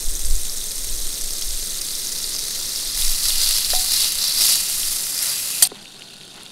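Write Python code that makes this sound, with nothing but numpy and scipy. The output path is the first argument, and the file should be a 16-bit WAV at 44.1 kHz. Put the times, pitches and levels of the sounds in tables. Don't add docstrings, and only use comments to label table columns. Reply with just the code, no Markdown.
import sys
import numpy as np
from scipy import signal
from scipy.fft import rfft, irfft, next_fast_len
from scipy.io import wavfile
from scipy.ndimage import uniform_filter1d

SR = 44100
rng = np.random.default_rng(int(sys.argv[2]) if len(sys.argv) > 2 else 0)


def materialize(psi):
    bounded = np.clip(np.atleast_2d(psi).T, -1, 1)
    quanta = np.round(bounded * 32767).astype(np.int16)
    wavfile.write(sys.argv[1], SR, quanta)


N = 287281
TIME = np.arange(N) / SR
LIFT_S = 2.965


def from_db(db):
    return 10 ** (np.asarray(db) / 20)


def rms_one(x):
    return x / np.sqrt(np.mean(x ** 2) + 1e-20)


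def even(x):
    return x / np.sqrt(np.abs(uniform_filter1d(x * x, SR // 20)) + 1e-12)


def in_time(rows):
    s, *columns = np.transpose(rows)
    return [np.interp(TIME, s, column) for column in columns]


def lift(resting, lifted, lift_takes_s=0.035):
    share = np.clip((TIME - LIFT_S) / lift_takes_s + .5, 0, 1)
    return (1 - share) * resting + share * lifted


def swells(rows, t60):
    power = 1e-12
    for s, rise_s, hold_s, db in rows:
        attack = np.clip((TIME - s) / rise_s, 0, 1)
        release_db = -60 * np.maximum(TIME - s - rise_s - hold_s, 0) / t60
        power = power + (attack * from_db(db + release_db)) ** 2
    return np.sqrt(power)


def colour(x, points):
    size = 2 * next_fast_len(N)
    hz, db = np.transpose(points)
    bins = np.maximum(np.fft.rfftfreq(size, 1 / SR), 1)
    gain = from_db(np.interp(np.log(bins), np.log(hz), db))
    cepstrum = irfft(np.log(gain))
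    cepstrum[1:size // 2] *= 2
    cepstrum[size // 2 + 1:] = 0
    response = np.exp(rfft(cepstrum))
    return irfft(rfft(x, size) * response)[:N]


def noise(points):
    return rms_one(colour(rng.standard_normal(N), points))


def ring(x, hz, t60):
    radius = from_db(-60 / (t60 * SR))
    step = 2 * np.pi * hz / SR
    return signal.lfilter([0, np.sin(step)], [1, -2 * radius * np.cos(step), radius ** 2], x + 1e-18)


def ring_modes(force, modes):
    return sum((-1) ** k * from_db(db) * ring(force, hz, t60) for k, (hz, db, t60) in enumerate(modes))


def births(per_s, spread_db):
    chance = rng.random(N)
    size = np.minimum(rng.standard_normal(N), 2.5)
    sign = rng.choice([-1, 1], N)
    born = chance < per_s / SR
    return born, (sign * from_db(spread_db * size))[born]


def pops(s, height, hz, cycles, size=160):
    age = np.arange(size)
    turns = np.minimum(hz, .45 * SR)[:, None] * age / SR
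    decay = np.log(1000) * turns / cycles
    envelope = 4 * (np.exp(-decay) - np.exp(-2 * decay))
    wave = envelope * np.sin(2 * np.pi * turns)
    at = (s * SR).astype(int)[:, None] + age
    return np.bincount(at.ravel(), (height[:, None] * wave).ravel(), N + size)[:N]


def single_pops(rows, cycles, crack_db):
    s, db, hz = np.transpose(rows)
    tone = pops(s, from_db(db), hz, cycles, size=400)
    crack = pops(s, from_db(db + crack_db), hz, cycles=6)
    return tone + crack


def crackle(per_s, spread_db, points):
    born, height = births(per_s, spread_db)
    clicks = np.zeros(N)
    clicks[born] = height
    return even(colour(clicks, points))


def bubbles(per_s, hz, pitch_spread, spread_db, cycles):
    born, height = births(per_s, spread_db)
    pitch = (hz * np.exp(pitch_spread * rng.standard_normal(N)))[born]
    return even(pops(TIME[born], height, pitch, cycles, size=240))


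def showers(per_s, spread_db, t60, depth):
    born, height = births(per_s, spread_db)
    kicks = np.zeros(N)
    kicks[born] = height ** 2
    power = signal.lfilter([1], [1, -from_db(-120 / (t60 * SR))], kicks + 1e-12)
    return np.sqrt(1 + depth * power / power.mean())


def bowl(x, wet_db, t60):
    age = TIME[:SR // 25]
    echoes = rng.standard_normal(len(age)) * from_db(-60 * age / t60) * (age > .001)
    echoes = echoes / np.linalg.norm(echoes)
    return x + from_db(wet_db) * signal.fftconvolve(x, echoes)[:N]


def side_noise():
    bed = noise([(30, -1), (150, 8.5), (1000, 3), (3000, -32), (15000, -30)])
    return from_db(-76) * bed * np.array([[1], [-1]])


# f/Hz, level/dB (relative)
AIR_COLOUR = [(20, -12), (60, -14), (130, -0.5), (200, 3), (280, -2), (400, -2.5), (530, -10), (760, -6.5),
              (1050, -18), (2500, -33)]
AIR_DB = -49.5


def distant_air():
    return from_db(AIR_DB) * noise(AIR_COLOUR)


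# t/s, level/dB
BREEZE = [(0, -27), (2.2, -35.5), (4.4, -38), (5.4, -54), (6.5, -58)]
# t/s, rise/s, hold/s, level/dB
GUSTS = [(0, 0.07, .05, -20.5), (.2, 0.077, 0.071, -12.5), (.8, 0.074, 0.17, -23.5), (1.2, 0.042, .04, -27),
         (1.42, 0.066, 0.036, -20), (2.94, 0.085, 0.057, -17.5), (3.23, 0.037, 0.25, -24.5),
         (3.64, 0.057, 0.09, -24.5), (4.7, .12, 0.066, -31)]
GUST_T60 = 0.55


def wind(full_gust_db=-11):
    gust_gain = np.hypot(from_db(in_time(BREEZE)[0]), swells(GUSTS, GUST_T60))
    gust_db = 20 * np.log10(gust_gain)
    large = noise([(3, -9.0), (7, 9.0), (13, 12.5), (22, 2.5), (32, -6.5), (45, -13.0), (60, -20.5),
                   (85, -40), (150, -45), (600, -64)])
    large = large / np.sqrt(uniform_filter1d(large ** 2, SR // 5))
    small = noise([(15, -28), (35, -1), (55, 5), (70, -3), (100, -26), (160, -40), (600, -80)])
    small_gain = from_db(-16.5 + 0.86 * (gust_db - full_gust_db))
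    return gust_gain * (large + small_gain * small)


# f/Hz, level/dB (relative)
FLAME_COLOUR = [(20, 1), (60, -13), (110, 2), (160, 2.5), (240, -2), (370, -2.5), (600, -7.5), (900, -10.5),
                (2000, -7.5), (5000, -26.5)]
FLAME_DB = -46.5
FLAME_ON_PAN_DB, FLAME_LIFTED_DB = -50, -62.5


def burner():
    hollow = noise([(120, -20.0), (250, -3.5), (400, 1), (560, -2.0), (750, -13.5), (1500, -29)])
    hollow_gain = from_db(lift(FLAME_ON_PAN_DB, FLAME_LIFTED_DB))
    return from_db(FLAME_DB) * noise(FLAME_COLOUR) + hollow_gain * hollow


# f/Hz, level/dB (relative)
FAR_COLOUR = [(600, -18), (1000, -15), (1450, 0), (2100, -10), (2600, 0), (3300, -3.5), (4450, 3.5),
              (5100, -4), (6300, -4), (7000, -2.5), (7700, -4.5), (9600, -4), (11500, -10.5), (13000, -19),
              (15500, -33)]
FAR_DB = -45


def distant_frying():
    surge = showers(180, spread_db=4.0, t60=0.0078, depth=0.95)
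    fizz = even(surge * crackle(14000, spread_db=3.5, points=FAR_COLOUR))
    boil = from_db(-1.5) * bubbles(800, 3810, pitch_spread=0.14, spread_db=6.0, cycles=23.0)
    return from_db(FAR_DB) * bowl(fizz + boil, wet_db=-8.0, t60=0.023)


# t/s, strength level/dB
LID_KNOCKS = [(5.7176, -25.5), (5.7216, -38)]
# f/Hz, level/dB, t60/s
CASE_MODES = [(250, -11, 0.07), (310, -7, .05), (407, -2, 0.074), (560, -10, 0.044), (710, -8.5, .03),
              (1040, -0.5, 0.0085), (1430, -9, 0.018), (1980, -9, 0.0093)]
# t/s, rise/s, hold/s, level/dB
CASE_RUBS = [(5.73, 0.026, .01, -45.5), (5.88, .08, 0.066, -53), (6.31, 0.062, 0.028, -45)]
RUB_T60 = 0.43
# t/s, level/dB (relative), f/Hz
TICKS = [(5.7608, -30, 3720), (5.8566, -28, 2870), (6.0212, -23.5, 3000), (6.121, -36, 3940),
         (6.1429, -32, 4440), (6.2133, -29, 3270), (6.2342, -29, 3760), (6.4335, -23, 9600),
         (6.4632, -24, 3720)]


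def knife_case():
    force = sum(from_db(db) * signal.unit_impulse(N, int(s * SR)) for s, db in LID_KNOCKS)
    knock = ring_modes(force, CASE_MODES)
    rustle = crackle(2500, spread_db=-1.5,
                     points=[(300, -13), (750, 5), (1500, -1), (3000, 0), (7000, -13), (14000, -29)])
    ticks = from_db(0.5) * single_pops(TICKS, cycles=8.2, crack_db=-14)
    return knock + swells(CASE_RUBS, RUB_T60) * rustle + ticks


# t/s, strength level/dB, lowest contact f/Hz, highest contact f/Hz, scrape level/dB
PAN_HITS = [(3.7332, -3, 414, 1520, -25), (5.6239, -2, 1230, 14500, -4)]
# f/Hz, level/dB, t60/s
PAN_MODES = [(602, -12, 0.018), (739, -21.5, 0.3), (822, -34, 0.28), (1026, -31.5, 0.12),
             (1320, -19, 0.012), (1860, -12, 0.014), (2060, -28, 0.11), (3210, -18, 0.095),
             (4565, -6, 0.052), (6130, -8.5, 0.057), (7280, -8, 0.057), (8580, -2.5, 0.09),
             (9300, -15, .06), (9870, -8, 0.075), (9960, -6, 0.046), (10640, -8, 0.062),
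             (10680, -3.5, 0.054), (11650, -9, 0.076), (12740, -12, 0.076)]


def pan(scrape_t60=0.064, chatter_db=-42):
    force, scrape = np.zeros(N), np.zeros(N)
    grit = noise([(100, -9.5), (700, -17), (2000, -15), (4500, 3), (6000, 0), (8500, 4.0), (10300, 9),
                  (12500, -2), (15500, -11.0)])
    for s, db, low_hz, high_hz, scrape_db in PAN_HITS:
        fade = (TIME >= s) * from_db(scrape_db - 60 * np.abs(TIME - s) / scrape_t60)
        blow = signal.unit_impulse(N, int(s * SR)) + from_db(chatter_db) * fade * grit
        contact = signal.butter(2, [low_hz, high_hz], "band", fs=SR, output="sos")
        force += from_db(db) * signal.sosfilt(contact, blow)
        scrape += fade * grit
    return scrape + ring_modes(force, PAN_MODES)


# t/s, rise/s, hold/s, level/dB
SQUEEZES = [(3.35, 0.053, .04, -29), (4.34, 0.047, .04, -23), (5.1, 0.067, .02, -32.5),
            (5.26, .03, .04, -29.5)]
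SQUEEZE_RELEASE_T60 = .2
SQUEEZE_HZ, SQUEEZE_T60 = 4800, 0.012


def squeeze():
    jet = showers(90, spread_db=1.5, t60=0.015, depth=2.5) * rng.standard_normal(N)
    return swells(SQUEEZES, SQUEEZE_RELEASE_T60) * even(ring(jet, SQUEEZE_HZ, SQUEEZE_T60))


# t/s, level/dB (relative), f/Hz
SPITS_AND_KNOCK = [(0.153, -11, 6300), (0.2558, -9, 8600), (0.354, -12, 7070), (0.4343, -11.5, 8370),
                   (1.2194, -15, 7890), (1.5067, -14, 5100), (2.0712, -10, 6200), (2.163, -17, 4300),
                   (2.2424, -9.5, 4700), (2.3431, -11, 4970), (2.7596, -11, 5100), (3.0223, -10, 3700),
                   (3.305, -11, 3500), (3.6471, -7, 4540), (5.1905, -8.5, 5030), (5.228, -4, 11000),
                   (5.6524, -6, 4440)]
SPITS_PER_S, SMALL_SPIT_DB, SPIT_HZ = 9, -22, 5940


def spits_and_knock(loud_db=-3, pitch_spread=0.2):
    born, height = births(SPITS_PER_S, spread_db=4.0)
    pitch = (SPIT_HZ * np.exp(pitch_spread * rng.standard_normal(N)))[born]
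    small_db = SMALL_SPIT_DB + 20 * np.log10(np.abs(height))
    lesser = single_pops(list(zip(TIME[born], small_db, pitch)), cycles=13.0, crack_db=0)
    loud = from_db(loud_db) * single_pops(SPITS_AND_KNOCK, cycles=16.3, crack_db=-5)
    return loud + lesser


POOL_FIZZ_DB, FIZZ_DB_PER_S = -29, 0.32
POOL_BOIL_DB, BOIL_DB_PER_S = -40, 3.5
POOL_SPLUTTER_DB, SPLUTTER_DB_PER_S = -53.5, 3
SPREAD_FIZZ_DB, SPREAD_SPLUTTER_DB, DRYING_DB_PER_S = -25.5, -44, 2
# t/s, rise/s, hold/s, fizz level/dB, steam bubble level/dB, splutter level/dB
SWIRLS = [(2.95, 0.026, 0.13, -25, -40, -44), (3.168, 0.096, .03, -22, -24.5, -40.5),
          (3.344, 0.075, 0.15, -22.5, -23, -41), (3.663, 0.044, 0.11, -23.5, -26, -44),
          (3.842, .09, 0.11, -22, -22, -40.5), (4.153, 0.067, 0.08, -28.5, -23, -41),
          (4.321, 0.11, 0.099, -17.5, -21.5, -38), (4.667, 0.023, 0.26, -27, -35.5, -47),
          (5.163, 0.061, 0.062, -25, -33, -38)]
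SWIRL_T60 = 0.53


def melt():
    fizz_db = lift(POOL_FIZZ_DB + FIZZ_DB_PER_S * TIME, SPREAD_FIZZ_DB)
    drying_db = BOIL_DB_PER_S * LIFT_S - DRYING_DB_PER_S * (TIME - LIFT_S)
    boil_db = POOL_BOIL_DB + lift(BOIL_DB_PER_S * TIME, drying_db)
    splutter_db = lift(POOL_SPLUTTER_DB + SPLUTTER_DB_PER_S * TIME, SPREAD_SPLUTTER_DB)
    s, rise_s, hold_s, *flares_db = np.transpose(SWIRLS)
    gains = []
    for steady_db, flare_db in zip((fizz_db, boil_db, splutter_db), flares_db):
        flare = swells(zip(s, rise_s, hold_s, flare_db), SWIRL_T60)
        gains.append(np.hypot(from_db(steady_db), flare))
    return gains


# f/Hz, level/dB (relative)
FOAM_COLOUR = [(1500, -27.5), (3000, -15), (3800, -1.5), (4800, -10.5), (6200, -0.5), (7400, -5.5),
               (8700, 3.5), (9800, -3.5), (11200, -1.5), (13000, -7), (15600, -13)]
FILM_COLOUR = [(1500, -25.5), (2600, -12.5), (4000, -3.5), (5000, -3.5), (6500, -2), (8000, -0.5),
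               (9000, 0), (10200, 0.5), (11500, -1), (13000, -6), (15600, -12.5)]
BOIL_COLOUR = [(1000, -37), (2800, -3), (3700, 0), (4700, -1), (5400, 1), (7000, 2), (12000, -40.5)]
SPLUTTER_COLOUR = [(350, -30), (730, -4), (1000, -5), (1500, -2), (2100, 0.5), (2900, -2.5), (3800, -12),
                   (6000, -29)]
# t/s, f/Hz
BOIL_PITCH = [(0.8, 4720), (2.72, 4740), (4.17, 4554), (5.09, 4900), (5.6, 4500)]
# t/s, rise/s, hold/s, level/dB
GURGLES = [(3.22, .1, 0.32, -38), (3.93, 0.073, .04, -35), (4.38, 0.097, .1, -37.5),
           (5.31, 0.041, 0.027, -40.5), (5.47, 0.063, 0.15, -39.5)]
GURGLE_HZ, GURGLE_SAG_HZ_PER_S, GURGLE_T60 = 3120, 150, 1.0
FILM_AT_LIFT, FILM_GROWTH = 0.55, 1.8


def frying(film_crowding=.6):
    fizz_gain, boil_gain, splutter_gain = melt()
    film = np.clip(lift(FILM_AT_LIFT * (TIME / LIFT_S) ** FILM_GROWTH, 1), 0, 1)
    activity = (fizz_gain / np.median(fizz_gain)) ** film_crowding

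    clumps = showers(120 * activity, spread_db=-3.0, t60=0.049, depth=0.42)
    spurts = showers(480 * activity, spread_db=3.5, t60=0.0042, depth=0.37)
    surge = clumps * spurts

    foam = crackle(22000, spread_db=4.5, points=FOAM_COLOUR)
    foam += from_db(-3.5) * bubbles(760, 7370, pitch_spread=0.21, spread_db=6.0, cycles=15.0)
    spray = crackle(32000, spread_db=1.0, points=FILM_COLOUR)
    spray += from_db(-20.0) * bubbles(900, 10530, pitch_spread=0.21, spread_db=4.0, cycles=37.0)
    fizz = even(surge * (np.sqrt(1 - film) * foam + np.sqrt(film) * spray))

    boil = bubbles(2000 * activity, in_time(BOIL_PITCH)[0], pitch_spread=.17 - 0.069 * film,
                   spread_db=2.0, cycles=18.0)
    boil = even(np.sqrt(surge) * colour(boil, BOIL_COLOUR))

    gurgle_hz = GURGLE_HZ - GURGLE_SAG_HZ_PER_S * (TIME - LIFT_S)
    gurgle = bubbles(1000, gurgle_hz, pitch_spread=0.028, spread_db=4.0, cycles=11.5)
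    gurgle_gain = swells(GURGLES, GURGLE_T60)

    splutter = even(surge * crackle(7000 * activity, spread_db=2.0, points=SPLUTTER_COLOUR))
    return fizz_gain * fizz + boil_gain * boil + gurgle_gain * gurgle + splutter_gain * splutter


AWAY_S = 5.675


def scene(fade_s=0.0041):
    near = np.clip((AWAY_S - TIME) / fade_s + .5, 0, 1)
    in_bowl = bowl(frying() + spits_and_knock(), wet_db=-11.5, t60=0.027)
    stove = in_bowl + squeeze() + pan() + burner()
    away = distant_frying() + distant_air() + knife_case()
    return near * stove + (1 - near) * away + wind() + side_noise()


CUTOFF_HZ = 15720


def record(dry):
    clipped = np.clip(dry, -1, 1)
    low_pass = signal.ellip(14, .1, 90, CUTOFF_HZ, fs=SR, output="sos")
    return signal.sosfilt(low_pass, clipped)


dry = scene()
out = record(dry)
materialize(out)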